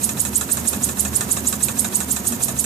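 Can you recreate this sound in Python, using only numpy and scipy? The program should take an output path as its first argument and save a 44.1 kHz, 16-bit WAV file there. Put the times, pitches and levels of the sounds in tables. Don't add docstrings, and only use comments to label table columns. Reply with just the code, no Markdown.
import sys
import numpy as np
from scipy import signal
from scipy.fft import rfft, irfft, next_fast_len
from scipy.io import wavfile
from scipy.ndimage import uniform_filter1d

SR = 44100
rng = np.random.default_rng(int(sys.argv[2]) if len(sys.argv) > 2 else 0)


def transcribe(u):
    v = np.clip(np.atleast_2d(u).T, -1, 1)
    q = np.round(v * 32767).astype(np.int16)
    wavfile.write(sys.argv[1], SR, q)


def undo_db(level):
    steps = np.asarray(level, float) / 20
    return 10 ** steps


N = 116865


def rms_one(x):
    return x / np.sqrt(np.mean(np.abs(x) ** 2) + 1e-20)


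def at_hz(points, hz):
    point_hz, db = np.array(points).T[:2]
    return np.interp(np.log(np.maximum(hz, 1)), np.log(point_hz), db)


def colour(x, points):
    size = next_fast_len(N + 4096)
    log_gain = at_hz(points, np.fft.rfftfreq(2048, 1 / SR)) * np.log(10) / 20
    cepstrum = irfft(log_gain)
    cepstrum[1:1024] *= 2
    cepstrum[1025:] = 0
    impulse = irfft(np.exp(rfft(cepstrum)))
    return irfft(rfft(x, size) * rfft(impulse, size), size)[..., :N]


def drift(hz):
    r = np.exp(-2 * np.pi * hz / SR)
    settle = 20000
    noise = rng.standard_normal(N + settle)
    return rms_one(signal.lfilter([1], [1, -2 * r, r * r], noise)[settle:])


def ring(clicks, hz, t60):
    r = undo_db(-60 / (t60 * SR))
    w = 2 * np.pi * hz / SR
    return signal.lfilter([0, np.sin(w)], [1, -2 * r * np.cos(w), r * r], clicks + 1e-18)


def dying(clicks, t60):
    return signal.lfilter([1], [1, -undo_db(-60 / (t60 * SR))], clicks + 1e-18)


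def blows(rows, count=1):
    rows = np.array(rows)
    clicks = np.zeros(N)
    clicks[(rows[:, 0] * SR).astype(int)] = undo_db(rows[:, 1:1 + count].sum(axis=1))
    return clicks


def hiss(points, alike):
    left_leads_s = 0.000036
    shared, *own = colour(rng.standard_normal((3, N)), points)
    delay = np.exp(-2j * np.pi * np.fft.rfftfreq(N, 1 / SR) * left_leads_s)
    late = irfft(rfft(shared) * delay, N)
    return rms_one(np.sqrt(alike) * np.array([shared, late]) + np.sqrt(1 - alike) * np.array(own))


# (frequency [Hz], level [dB per Hz])
RUMBLE = [(35, -43), (58, -42), (80, -16), (300, -9.5), (500, -15), (1200, -21.5), (2200, -26.5),
          (5000, -36)]
# (frequency [Hz], width [Hz], level [dB])
BOOMS = [(76.4, 5.6, -33.5), (111, 31, -36.5), (133.4, 11.6, -35), (196, 29, -33.5), (206.95, 5.7, -33.5),
         (231.3, 29.6, -32), (265.7, 24, -37.5), (369.7, 5.5, -44.5)]
# (frequency [Hz], level [dB])
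MOTOR = [(708, -50), (938, -49), (969, -50), (1293, -52)]
# (frequency [Hz], likeness [-1 to 1])
LIKENESS = [(60, 1), (200, 0.95), (400, 0.79), (700, 0.29), (1300, 0.0093), (5000, 0.058)]
# (time [s], level [dB])
SWELL = [(0, -0.5), (.15, 1), (.35, -0.5), (.55, 0), (.75, 0.5), (.95, 0), (1.15, 0.5), (1.35, 1), (1.55, 0),
         (1.7, 0), (1.9, 1), (2.05, -1.5), (2.25, 0.5), (2.45, 1), (2.65, -1)]


def shop():
    rumble_db, patchy_db = -30.5, 1
    hz = np.fft.rfftfreq(N, 1 / SR)
    white = rfft(rng.standard_normal((2, N)))
    air_loss_db = 2.1 * np.maximum(np.log2(np.maximum(hz, 1) / 6000), 0)
    power = undo_db(at_hz(RUMBLE, hz) - air_loss_db) ** 2
    power *= undo_db(rumble_db) ** 2 / power.mean()
    for centre_hz, width_hz, db in BOOMS:
        peak = 1 / (1 + (2 * (hz - centre_hz) / width_hz) ** 2) ** 2
        power = power + undo_db(db) ** 2 * peak / peak.mean()

    alike = np.clip(at_hz(LIKENESS, hz), -1, 1)
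    common = np.sqrt(1 + alike) * white[0]
    opposed = np.sqrt(1 - alike) * white[1] * [[1], [-1]]
    rumble = irfft(np.sqrt(power / 2) * (common + opposed), N)

    t = np.arange(N) / SR
    lines = 0
    for line_hz, db in MOTOR:
        level = undo_db(db + 0.5 * drift(1.0))
        phase = 2 * np.pi * line_hz * t + 0.09 * drift(18.0) + rng.uniform(0, 1, (2, 1))
        lines = lines + level * np.sqrt(2) * np.sin(phase)
    swell_db = np.interp(t, *np.transpose(SWELL)) + patchy_db * drift(11.3)
    return rumble * undo_db(swell_db) + lines


# (frequency [Hz], level [dB per Hz])
LEAK = [(3000, -27), (6000, -8), (9000, -8), (13000, 1), (16000, -6.5)]


def leak():
    return undo_db(-37 + 0.77 * drift(10.0)) * hiss(LEAK, alike=0.54)


def crank():
    turn_begins_s = -0.06
    marks = np.array(TURNS)[:, 0]
    t = np.arange(N) / SR
    turn = np.clip(np.searchsorted(marks + turn_begins_s, t) - 1, 0, len(marks) - 1)
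    return turn, t - marks[turn]


# (time after mark [s], level [dB])
FLOW = [
    (-.06, -59),
    (-.03, -34.5),
    (-.023, -32),
    (-.004, -26),
    (.008, -17),
    (.024, -24.5),
    (.05, -29.5),
    (.088, -31.5),
    (.101, -31),
]
# (frequency [Hz], level [dB per Hz])
JET = [(1500, -31), (3000, -10), (4800, -7.5), (6500, -5.5), (8500, 3), (11000, 5), (13500, -2),
       (16000, -20.5)]


def jet(since):
    puff = undo_db(-7.5) * dying(blows(KNOCKS, count=2), t60=0.11)
    flow = undo_db(np.interp(since, *np.transpose(FLOW)))
    flutter = undo_db(-0.5 * drift(76.0))
    return np.hypot(flow, puff) * flutter * hiss(JET, alike=0.15)


# (time after mark [s], level [dB])
EXHAUST = [
    (-.02, -60),
    (.01, -18),
    (.03, -68),
    (.085, -31),
    (.1, -42),
]
# (frequency [Hz], level [dB per Hz])
EXHAUST_TONE = [(5000, -27), (6800, 0), (9000, -22), (12000, -9), (14000, -3), (16000, -5)]


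def exhaust(since):
    sputter_db, sputter_hz = 2.0, 150
    level_db = np.interp(since, *np.transpose(EXHAUST)) + sputter_db * drift(sputter_hz)
    return undo_db(level_db) * hiss(EXHAUST_TONE, alike=1)


# (time [s], peak level [dB])
RETURNS = [(0.0144, -29), (0.1712, -27), (0.3297, -29.5), (0.4898, -26), (0.6503, -28), (0.8109, -29),
           (0.9709, -27), (1.1293, -28.5), (1.289, -29), (1.4474, -28), (1.6055, -27.5), (1.7662, -28),
           (1.9251, -27.5), (2.0839, -28.5), (2.244, -30), (2.405, -26.5), (2.5619, -31)]
# (time [s], peak level [dB], treble gain [dB])
KNOCKS = [(0.0914, -21.5, 2.5), (0.251, -22, 3.5), (0.4102, -21.5, 3.5), (0.5705, -23.5, 4),
          (0.7294, -21, 0.5), (0.8897, -23, 3), (1.05, -23, 3.5), (1.2087, -19, 2), (1.3674, -21.5, 3),
          (1.5262, -19.5, 1.5), (1.6844, -20, -0.5), (1.8447, -20, 1.5), (2.0039, -21, 1.5),
          (2.1626, -21.5, 2), (2.3228, -23.5, 3), (2.4827, -21, 2.5), (2.6414, -22.5, 4.5)]
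# (frequency [Hz], left level [dB], right level [dB], t60 [s])
FRAME = [(550, -19, -15, 0.044), (719, -16.5, -16, 0.07), (929, -21, -16, 0.087), (1150, -18, -21, 0.083),
         (1227, -11, -32, 0.03), (1456, -21.5, -15.5, 0.054), (1745, -13, -15, 0.089),
         (2594, -16.5, -10.5, 0.037), (3536, -17.5, -17, 0.033), (3890, -31, -12.5, 0.034),
         (5570, -17, -15, 0.011), (6790, -12.5, -13.5, 0.013), (7590, -22, -7.5, 0.021),
         (8480, -17, -8, 0.011)]


def knocks():
    strike_db, rattle_t60_s, touches_per_s, knock_db = 7.5, 0.078, 2200, -10.5
    mode_spread = 0.0358
    return_dull_hz = 5000
    touching = rng.random(N) < touches_per_s / SR

    def contact(clicks):
        return dying(clicks, rattle_t60_s) * touching + undo_db(strike_db) * clicks

    dull = contact(blows(KNOCKS) + blows(RETURNS))
    bright = contact(blows(KNOCKS, count=2))
    out = np.zeros((2, N))
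    for hz, left_db, right_db, t60 in FRAME:
        blow = dull if hz < return_dull_hz else bright
        for step in (-2, -1, 0, 1, 2):
            force = blow * rng.standard_normal(N)
            tone = ring(force, hz * (1 + mode_spread * step * rng.uniform(0.41, 1)), t60)
            lean_db = rng.normal(0, 1.5) * np.array([[1], [-1]])
            level = undo_db(np.array([[left_db], [right_db]]) + lean_db + knock_db)
            facing = 1 if hz < 900 or step else -1
            out += tone * level * [[facing], [1]]
    return out


# (time [s], peak level [dB], gain toward the top of the climb [dB])
TURNS = [(0.0343, -13.5, 3), (0.1966, -11, 0.5), (0.3555, -11, -1), (0.514, -13.5, 6.5), (0.6747, -11, 1),
         (0.835, -10, -3.5), (0.9946, -11, 1), (1.1539, -9.5, 0), (1.3128, -9, -1), (1.4717, -9.5, -4.5),
         (1.6291, -12, 3), (1.7881, -10, -3), (1.9489, -10, -3.5), (2.1083, -11.5, -1), (2.2676, -13, 1.5),
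         (2.4277, -11.5, 0), (2.589, -12, -2)]
# (time after mark [s], frequency [Hz], level [dB], left port level [dB])
WHISTLE = [
    (-.018, 5270, -31, -16),
    (-.010, 5890, -26, 1.5),
    (-.003, 6750, -21.5, 0),
    (.0005, 7160, -1, -9),
    (.008, 8700, 6, -20),
    (0.019, 11260, 3, -0.5),
    (0.024, 13030, -9.5, -24),
    (.029, 14300, -40, -7),
]
PACE = [1.01, 0.992, 0.78, 0.981, 1.01, 1.012, 1.3, 1.1, 1.2, 0.9, 0.91, .99, .99, .96, 1.1, .97, 0.9]


def whistle(turn, since):
    width_hz, skirt_hz, steady, whistle_db, undertone_db = 560, 850, 0.55, -2.5, -27
    since = since * np.array(PACE)[turn]
    s, hz, db, left_db = np.transpose(WHISTLE)
    phase = 2 * np.pi * np.cumsum(np.interp(since, s, hz)) / SR

    waver = steady + drift(width_hz) + 1j * drift(width_hz)
    waver = rms_one(signal.sosfilt(signal.butter(2, skirt_hz, fs=SR, output="sos"), waver))

    _, peak_db, late_db = np.array(TURNS)[turn].T
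    level_db = np.interp(since, s, db, -90, -90) + peak_db + late_db * since / s[-2] + whistle_db
    port_gain = undo_db([[1], [0]] * np.interp(since, s, left_db))
    tone = port_gain * np.real(waver * np.exp(1j * phase))
    undertone = undo_db(undertone_db) * np.real(waver * np.exp(0.5j * phase))
    return undo_db(level_db) * (tone + undertone)


# (time [s], left level [dB], right level [dB])
ECHOES = [
    (.0011, 0.5, -23),
    (.0031, -9, -23),
    (.0058, -5.5, -12),
]


def space(x):
    room_db, room_t60_s = -19, 0.83
    t = np.arange(SR // 2) / SR
    tail = rng.standard_normal((2, len(t))) * undo_db(-60 * t / room_t60_s) * (t > 0.006)
    response = undo_db(room_db) * tail / np.sqrt(np.sum(tail ** 2, axis=1, keepdims=True))
    response[:, 0] += 1
    for s, left_db, right_db in ECHOES:
        response[:, int(s * SR)] += undo_db(np.array([left_db, right_db])) * [-1, 1]
    return signal.fftconvolve(x * np.ones((2, 1)), response, axes=1)[:, :N]


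def scene():
    turn, since = crank()
    background = shop() + leak()
    air = jet(since) + exhaust(since)
    engine = space(knocks() + whistle(turn, since))
    return background + air + engine


def band_limit(x):
    return signal.sosfilt(signal.butter(12, 15690, fs=SR, output="sos"), x)


# (frequency [Hz], gain [dB])
LEFT_PORT = [(50, -8), (1300, -4), (5500, -1), (6750, 7), (7600, -1.5), (9300, -16.5), (11000, -12.5),
             (13500, -5)]
# (frequency [Hz], gain [dB])
RIGHT_PORT = [(50, -3.5), (2100, -2), (5000, 2.5), (6850, 3), (7200, 7), (8600, 5.5), (10000, 0.04),
              (14300, 5.5)]


def record(dry):
    squeeze_from_db, squeeze_share, squeeze_s = -21, 0.3, 0.0089
    cutoff_hz, top = 14450, 1.3
    ports = np.array([colour(dry[0], LEFT_PORT), colour(dry[1], RIGHT_PORT)])
    power = uniform_filter1d(np.mean(ports ** 2, axis=0), int(squeeze_s * SR))
    level_db = 10 * np.log10(power + 1e-12)
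    ports = ports * undo_db(-squeeze_share * np.maximum(level_db - squeeze_from_db, 0))
    rounded = top * np.tanh(ports / top)
    mix = signal.sosfilt(signal.ellip(8, 0.5, 60, cutoff_hz, fs=SR, output="sos"), rounded)
    return band_limit(mix)


dry = scene()
out = record(dry)
transcribe(out)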